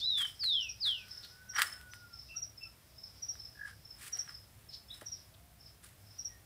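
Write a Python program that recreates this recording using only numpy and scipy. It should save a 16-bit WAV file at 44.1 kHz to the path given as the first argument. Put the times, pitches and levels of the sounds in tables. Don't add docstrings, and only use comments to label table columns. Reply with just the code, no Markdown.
import sys
import numpy as np
from scipy import signal
from scipy.fft import rfft, irfft
from scipy.io import wavfile
from scipy.ndimage import uniform_filter1d

SR = 44100
rng = np.random.default_rng(int(sys.argv[2]) if len(sys.argv) > 2 else 0)


def materialize(psi):
    bounded = np.clip(np.atleast_2d(psi).T, -1, 1)
    quanta = np.round(bounded * 32767).astype(np.int16)
    wavfile.write(sys.argv[1], SR, quanta)


N = 284445
T = np.arange(N) / SR

# f/Hz, relative level/dB
RUMBLE_COLOUR = [(20, -43), (33, -16), (48, -10), (58, -2.5), (68, 0.5), (83, -7), (103, 0.5), (118, -6.5),
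                 (140, -8), (200, -16), (300, -29), (600, -48.5)]
AIR_COLOUR = [(120, -40), (200, -3.5), (450, -6), (650, -6), (1000, -9), (1900, -10), (2400, -11),
              (5400, -14.5), (6800, -16), (8500, -13.5), (15500, -13)]
SKIN_COLOUR = [(700, -89), (1800, 1.5), (3200, -1.5), (5000, -2.5), (6500, -6), (8300, 2.5), (9500, 0.5),
               (11000, -1), (12700, -11), (15300, -4)]
CLICK_COLOUR = [(300, -77), (800, -16), (1600, 0.5), (2400, -4), (3200, -2), (5000, -7.5), (6300, -14.5),
                (8000, -7.5), (10000, -12), (15000, -3), (17000, -30)]
# f/Hz, width/Hz, relative level/dB
CASE_RINGS = [(747, 150, -16.5), (1206, 142, -2.5), (1415, 68, 2.5), (1660, 133, 2), (1942, 106, 0.5),
              (2190, 106, -5.5), (3160, 340, -9), (4950, 590, -14)]
# t/s, level/dB, decay/s
FINGER_BUMPS = [(1.58, -59, 0.11), (4.15, -65, .06), (5.0188, -44.5, 0.0081)]
# peak t/s, rise/s, fall/s, case level/dB, skin level/dB
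FINGER_RUBS = [(.184, 0.01, 0.043, -50.5, -44.5), (.217, 0.015, 0.013, -44, -42.5),
               (.252, 0.0052, .0082, -46.5, -48.5), (.29, 0.043, 0.053, -63, -55),
               (0.447, 0.011, 0.032, -64, -50.5), (.875, 0.022, 0.031, -52.5, -50.5),
               (1.22, 0.26, .21, -68.5, -67.5), (1.551, 0.016, .017, -48, -60),
               (1.566, 0.0063, 0.021, -33, -47.5), (1.587, 0.0049, 0.0097, -28, -41.5),
               (1.595, 0.0047, 0.0096, -28, -40), (1.622, 0.019, 0.03, -34.5, -38),
               (1.69, 0.071, 0.072, -51.5, -50.5), (1.937, .006, 0.016, -58, -57),
               (3.692, 0.031, 0.022, -55, -56), (4.045, 0.051, 0.057, -58.5, -50.5),
               (4.072, .012, .017, -55.5, -47.5), (4.18, 0.058, 0.11, -61, -59),
               (4.296, 0.02, 0.04, -57.5, -59.5), (4.68, .2, .05, -76, -69),
               (4.96, 0.037, 0.047, -67, -56.5), (5.013, 0.0026, 0.019, -53, -54.5),
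               (5.844, 0.014, 0.05, -63.5, -54.5)]
# t/s, level/dB, treble cut f/Hz
CASE_CLICKS = [(.436, -27.5, 5920), (0.4411, -21.5, 12300), (1.0832, -33.5, 14170), (1.2485, -33, 15800),
               (1.6192, -1, 10500), (1.6228, -8, 15900), (1.813, -33, 13860), (1.936, -25.5, 5000),
               (3.355, -37, 1520), (4.278, -33.5, 2000), (4.294, -30, 1500)]
# t/s, length/s, top f/Hz, level/dB
DISTANT_CALLS = [(2.25, 0.26, 701, -77), (2.84, .78, 707, -80.5), (4.65, 0.56, 723, -84),
                 (5.27, .45, 706, -78.5), (5.93, 0.2, 702, -78)]
# t/s, length/s, top f/Hz, level/dB
THIN_NOTES = [(.59, 0.18, 1510, -76), (.87, 0.45, 1505, -65.5), (1.3, .89, 1503, -56.5)]
# t/s, length/s, start f/Hz, end f/Hz, level/dB
STRAY_NOTES = [(0.029, 0.044, 5290, 5120, -47), (0.266, 0.02, 5580, 5270, -53),
               (1.911, 0.025, 5970, 6040, -56), (2.284, 0.078, 2692, 2677, -50.5),
               (2.34, 0.042, 1267, 1420, -61.5), (2.604, 0.068, 2690, 2634, -51),
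               (2.652, 0.043, 1390, 1310, -65.5), (4.884, 0.065, 3450, 3450, -56.5),
               (4.902, 0.019, 3520, 3940, -44.5), (4.924, 0.023, 3740, 4110, -48.5),
               (6.277, 0.14, 1956, 1807, -66)]
# middle t/s, half-length/s, centre f/Hz, level/dB
HOARSE_CALLS = [(.008, 0.026, 4360, -43), (1.246, 0.017, 4030, -51), (4.17, 0.028, 4700, -61),
                (4.744, .029, 4500, -53), (5.345, 0.0069, 3680, -62.5)]
# middle t/s, half-length/s, level/dB
TWITTER_BOUTS = [(.03, 0.19, -59.5), (0.753, 0.44, -60.5), (1.174, 0.17, -61.5), (1.957, 0.052, -61.5),
                 (2.25, 0.17, -61.5), (3.07, 0.025, -64), (3.34, 0.47, -64), (4.28, 0.21, -68.5),
                 (5.156, 0.085, -60.5), (5.66, 0.068, -66.5), (6.17, 0.13, -65.5)]
# t/s, gap/s, first level/dB, second level/dB
NEAR_CHIPS = [(.627, 0.066, -42, -37.5), (1.497, 0.057, -40, -35), (2.3667, 0.059, -35, -34),
              (3.2283, .062, -36, -33), (4.1322, 0.059, -32, -31.5), (5.065, 0.058, -39.5, -37),
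              (6.191, 0.062, -38, -34.5)]
FAR_CHIPS = [(.5302, 0.078, -51.5, -49.5), (1.1134, 0.063, -48, -49.5), (1.6671, .058, -48, -48.5),
             (2.1375, 0.055, -51.5, -51.5), (2.58, 0.053, -52.5, -48.5), (2.9851, 0.053, -54, -48.5),
             (3.3987, 0.053, -49, -50), (3.8531, 0.055, -55, -50), (4.2906, .055, -50, -49),
             (4.6922, 0.049, -54.5, -49), (4.8858, 0.057, -61, -58.5), (5.6077, 0.054, -61, -58),
             (6.0686, .04, -66, -62)]
# t/s, length/s, from f/Hz,
# to f/Hz, hook offset/Hz, hook length/s, level/dB, rise/s, fade start/s, fade/(dB per s)
MAIN_WHISTLES = [(.008, .26, 4576, 2979, -1020, .045, -33.5, 0.016, 0.21, 104),
                 (0.39, 0.32, 4787, 2386, 699, 0.027, -31, 0.044, 0.17, 145),
                 (0.801, .253, 4130, 2266, 1250, 0.041, -30, 0.038, 0.09, 212)]


def undb(db):
    return 10 ** (np.asarray(db) / 20)


def unit(x):
    return x / np.sqrt(np.mean(x ** 2))


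def colour_db(points, size):
    hz, db = np.transpose(points)
    return np.interp(np.log(np.arange(size // 2 + 1) * SR / size + 1), np.log(hz), db)


def tint(x, points):
    return unit(irfft(rfft(x) * undb(colour_db(points, N)), N))


def wander(turns_per_s):
    step = max(int(SR / turns_per_s), 1)
    stairs = np.repeat(rng.standard_normal(N // step + 1), step)
    return unit(uniform_filter1d(stairs, step)[:N])


def ring(x, hz, width):
    return signal.lfilter(*signal.iirpeak(hz, hz / width, fs=SR), x)


def tone(hz, waver):
    return np.sqrt(2) * np.sin(2 * np.pi * np.cumsum(hz * (1 + waver * wander(250))) / SR)


def note(length, start_hz, end_hz, bend=1, rough=0):
    progress = np.linspace(0, 1, int(length * SR))
    tremble = unit(uniform_filter1d(uniform_filter1d(rng.standard_normal(SR), 64), 64))[:len(progress)]
    hz = (start_hz + (end_hz - start_hz) * progress ** bend) * (1 + rough * tremble)
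    return np.sqrt(2) * np.sin(np.pi * progress) * np.sin(2 * np.pi * np.cumsum(hz) / SR)


def add(out, start, sound):
    i = max(int(start * SR), 0)
    out[i:i + len(sound)] += sound[:max(N - i, 0)]


def background():
    rumble = tint(rng.standard_normal(N), RUMBLE_COLOUR) * undb(-62 - .4 * wander(4))
    air = tint(rng.standard_normal(N), AIR_COLOUR) * undb(-63.5 + .4 * wander(3.13))
    return rumble + air


def grove(x, echo_db, echo_s, tail_db, tail_s):
    t = T[:SR]
    echoes = rng.standard_normal(SR) * (rng.random(SR) < .02) * np.exp(-t / echo_s) * (t > .003)
    tail = rng.standard_normal(SR) * undb(-60 * t / tail_s) * (1 - np.exp(-t / .0081))
    scatter = undb(echo_db) * echoes / np.linalg.norm(echoes)
    scatter += undb(tail_db) * tail / np.linalg.norm(tail)
    return x + signal.fftconvolve(x, scatter)[:N]


def bump(start, db, decay_s):
    age = np.maximum(T - start, 0)
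    thud = tint(rng.standard_normal(N), [(60, -26), (280, 2.5), (700, 8), (1500, -23), (4000, -38)])
    return undb(db) * thud * np.exp(-age / decay_s) * (1 - np.exp(-age / .00055))


def rubbing(slips_per_s, grit_db, jerk_db):
    case_power, skin_power = np.zeros(N), np.zeros(N)
    for peak, rise, fall, case_db, skin_db in FINGER_RUBS:
        stroke = np.exp(-np.where(T < peak, ((T - peak) / rise) ** 2, (T - peak) / fall))
        case_power += (undb(case_db) * stroke) ** 2
        skin_power += (undb(skin_db) * stroke) ** 2
    slips = rng.choice([-1, 1], N) * (rng.random(N) < slips_per_s / SR)
    case = sum((-1) ** k * undb(db) * ring(slips, hz, width)
               for k, (hz, width, db) in enumerate(CASE_RINGS))
    crackle = rng.standard_normal(N) * undb(grit_db * wander(1200) + jerk_db * wander(160))
    return np.sqrt(case_power) * unit(case) + np.sqrt(skin_power) * tint(crackle, SKIN_COLOUR)


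def clicking(ring_db, decay_s):
    size = 1024
    out = np.zeros(N)
    for start, db, cut_hz in CASE_CLICKS:
        paths = rfft(rng.standard_normal(size) * np.exp(-T[:size] / decay_s))
        spectrum = paths / np.abs(paths) * undb(colour_db(CLICK_COLOUR, size))
        crack = np.roll(irfft(spectrum), size // 2)
        crack = signal.lfilter(*signal.butter(2, cut_hz, fs=SR), crack)
        add(out, start - size / 2 / SR, undb(db) * crack / np.linalg.norm(crack))
    return out + undb(ring_db) * sum(undb(db) * ring(out, hz, width) for hz, width, db in CASE_RINGS)


def arching_calls(calls, crest, droop, swell, waver, flutter_db, fade_db=0):
    out = np.zeros(N)
    for start, length, top_hz, db in calls:
        progress = np.clip((T - start) / length, 0, 1)
        arch = (4 * progress * (1 - progress)) ** swell
        loudness = arch * undb(db - fade_db * progress + flutter_db * wander(90))
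        out += loudness * tone(top_hz * (1 - droop * (progress - crest) ** 2), waver)
    return out


def stray_notes():
    out = np.zeros(N)
    for start, length, start_hz, end_hz, db in STRAY_NOTES:
        add(out, start, undb(db) * note(length, start_hz, end_hz, rough=.017))
    return out


def rasping():
    out = np.zeros(N)
    for middle, half_length, hz, db in HOARSE_CALLS:
        hoarse = unit(ring(ring(rng.standard_normal(N), hz, width=1300), hz, width=1300))
        out += undb(db + 2.6 * wander(150)) * hoarse * np.exp(-((T - middle) / half_length) ** 2)
    return out


def twittering(floor_db):
    colour = [(2500, -28), (3800, -8.5), (4500, -9), (5100, 7), (5900, -4.5), (6500, -25), (8000, -56)]
    hiss = tint(rng.standard_normal(N), colour)
    bouts = sum(undb(db) * np.exp(-((T - middle) / half_length) ** 2)
                for middle, half_length, db in TWITTER_BOUTS)
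    return hiss * (undb(floor_db) + bouts) * undb(2 * wander(40))


def trill(start, hz, count, pulses_per_s, pulse_s):
    out = np.zeros(N)
    levels_db = -49.5 - 9 * np.linspace(-1, 1, count) ** 2 + 4.5 * rng.standard_normal(count)
    levels_db[1::2] += .5
    for k, db in enumerate(levels_db):
        pulse = note(pulse_s, hz, hz * .985, rough=.038)
        add(out, start + k / pulses_per_s - pulse_s / 2, undb(db) * pulse * np.hanning(len(pulse)))
    return out


def double_chips(pairs, top_hz, end_hz, length_s, lead_s):
    out = np.zeros(N)
    for first, gap, first_db, second_db in pairs:
        for when, db in (first, first_db), (first + gap, second_db):
            tuning = 1 + .0039 * rng.standard_normal()
            stretch = 1 + .03 * rng.standard_normal()
            chip = note(length_s * stretch, top_hz * tuning, end_hz * tuning, bend=3, rough=.011)
            swell = np.exp(-np.abs(np.linspace(-1.9, 1.6, len(chip))))
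            add(out, when - lead_s, undb(db) * unit(chip * swell))
    return out


def slurred_whistles(waver, release_s):
    out = np.zeros(N)
    for start, length, from_hz, to_hz, hook_hz, hook_s, db, rise_s, hold_s, fade in MAIN_WHISTLES:
        age = np.clip(T - start, 0, length)
        glide = from_hz * (to_hz / from_hz) ** (age / length)
        hook = hook_hz * np.exp(-(age / hook_s) ** 2)
        hoarseness = .0116 * np.exp(-age / .033)
        soft_edges = (1 - np.exp(-age / rise_s)) * (1 - np.exp((age - length) / release_s))
        loudness = soft_edges * undb(db - fade * np.maximum(age - hold_s, 0))
        out += loudness * tone(glide + hook, waver + hoarseness)
    return out


def scene():
    near = double_chips(NEAR_CHIPS, top_hz=5810, end_hz=5080, length_s=.031, lead_s=.0115)
    far = double_chips(FAR_CHIPS, top_hz=5333, end_hz=4830, length_s=.0256, lead_s=.01)
    thin = arching_calls(THIN_NOTES, crest=.3, droop=.19, swell=.45, waver=.006,
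                         flutter_db=1.8, fade_db=4)
    low = arching_calls(DISTANT_CALLS, crest=.52, droop=.6, swell=.25, waver=.03, flutter_db=4)
    rattle = trill(start=3.557, hz=1666, count=10, pulses_per_s=51, pulse_s=.023)
    whistles = slurred_whistles(waver=.0048, release_s=.0098)
    birds = grove(whistles, echo_db=-7.5, echo_s=.019, tail_db=-9, tail_s=.32)
    birds += undb(-6.5) * grove(near, echo_db=-6, echo_s=.016, tail_db=-6, tail_s=.21)
    birds += undb(.16) * grove(far, echo_db=-4.5, echo_s=.025, tail_db=-4, tail_s=.24)
    chorus = thin + low + stray_notes() + rasping() + twittering(floor_db=-88)
    birds += grove(chorus, echo_db=-11, echo_s=.028, tail_db=-8, tail_s=.33)
    birds += grove(rattle, echo_db=-8, echo_s=.011, tail_db=-9, tail_s=.18)
    fingers = sum(bump(start, db, decay_s) for start, db, decay_s in FINGER_BUMPS)
    fingers += rubbing(slips_per_s=3000, grit_db=2, jerk_db=2.5)
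    fingers += clicking(ring_db=-5, decay_s=.00042)
    return (birds + fingers + background())[None]


def record(dry):
    return signal.sosfilt(signal.ellip(10, .2, 70, 15550, fs=SR, output="sos"), dry)


dry = scene()
out = record(dry)
materialize(out)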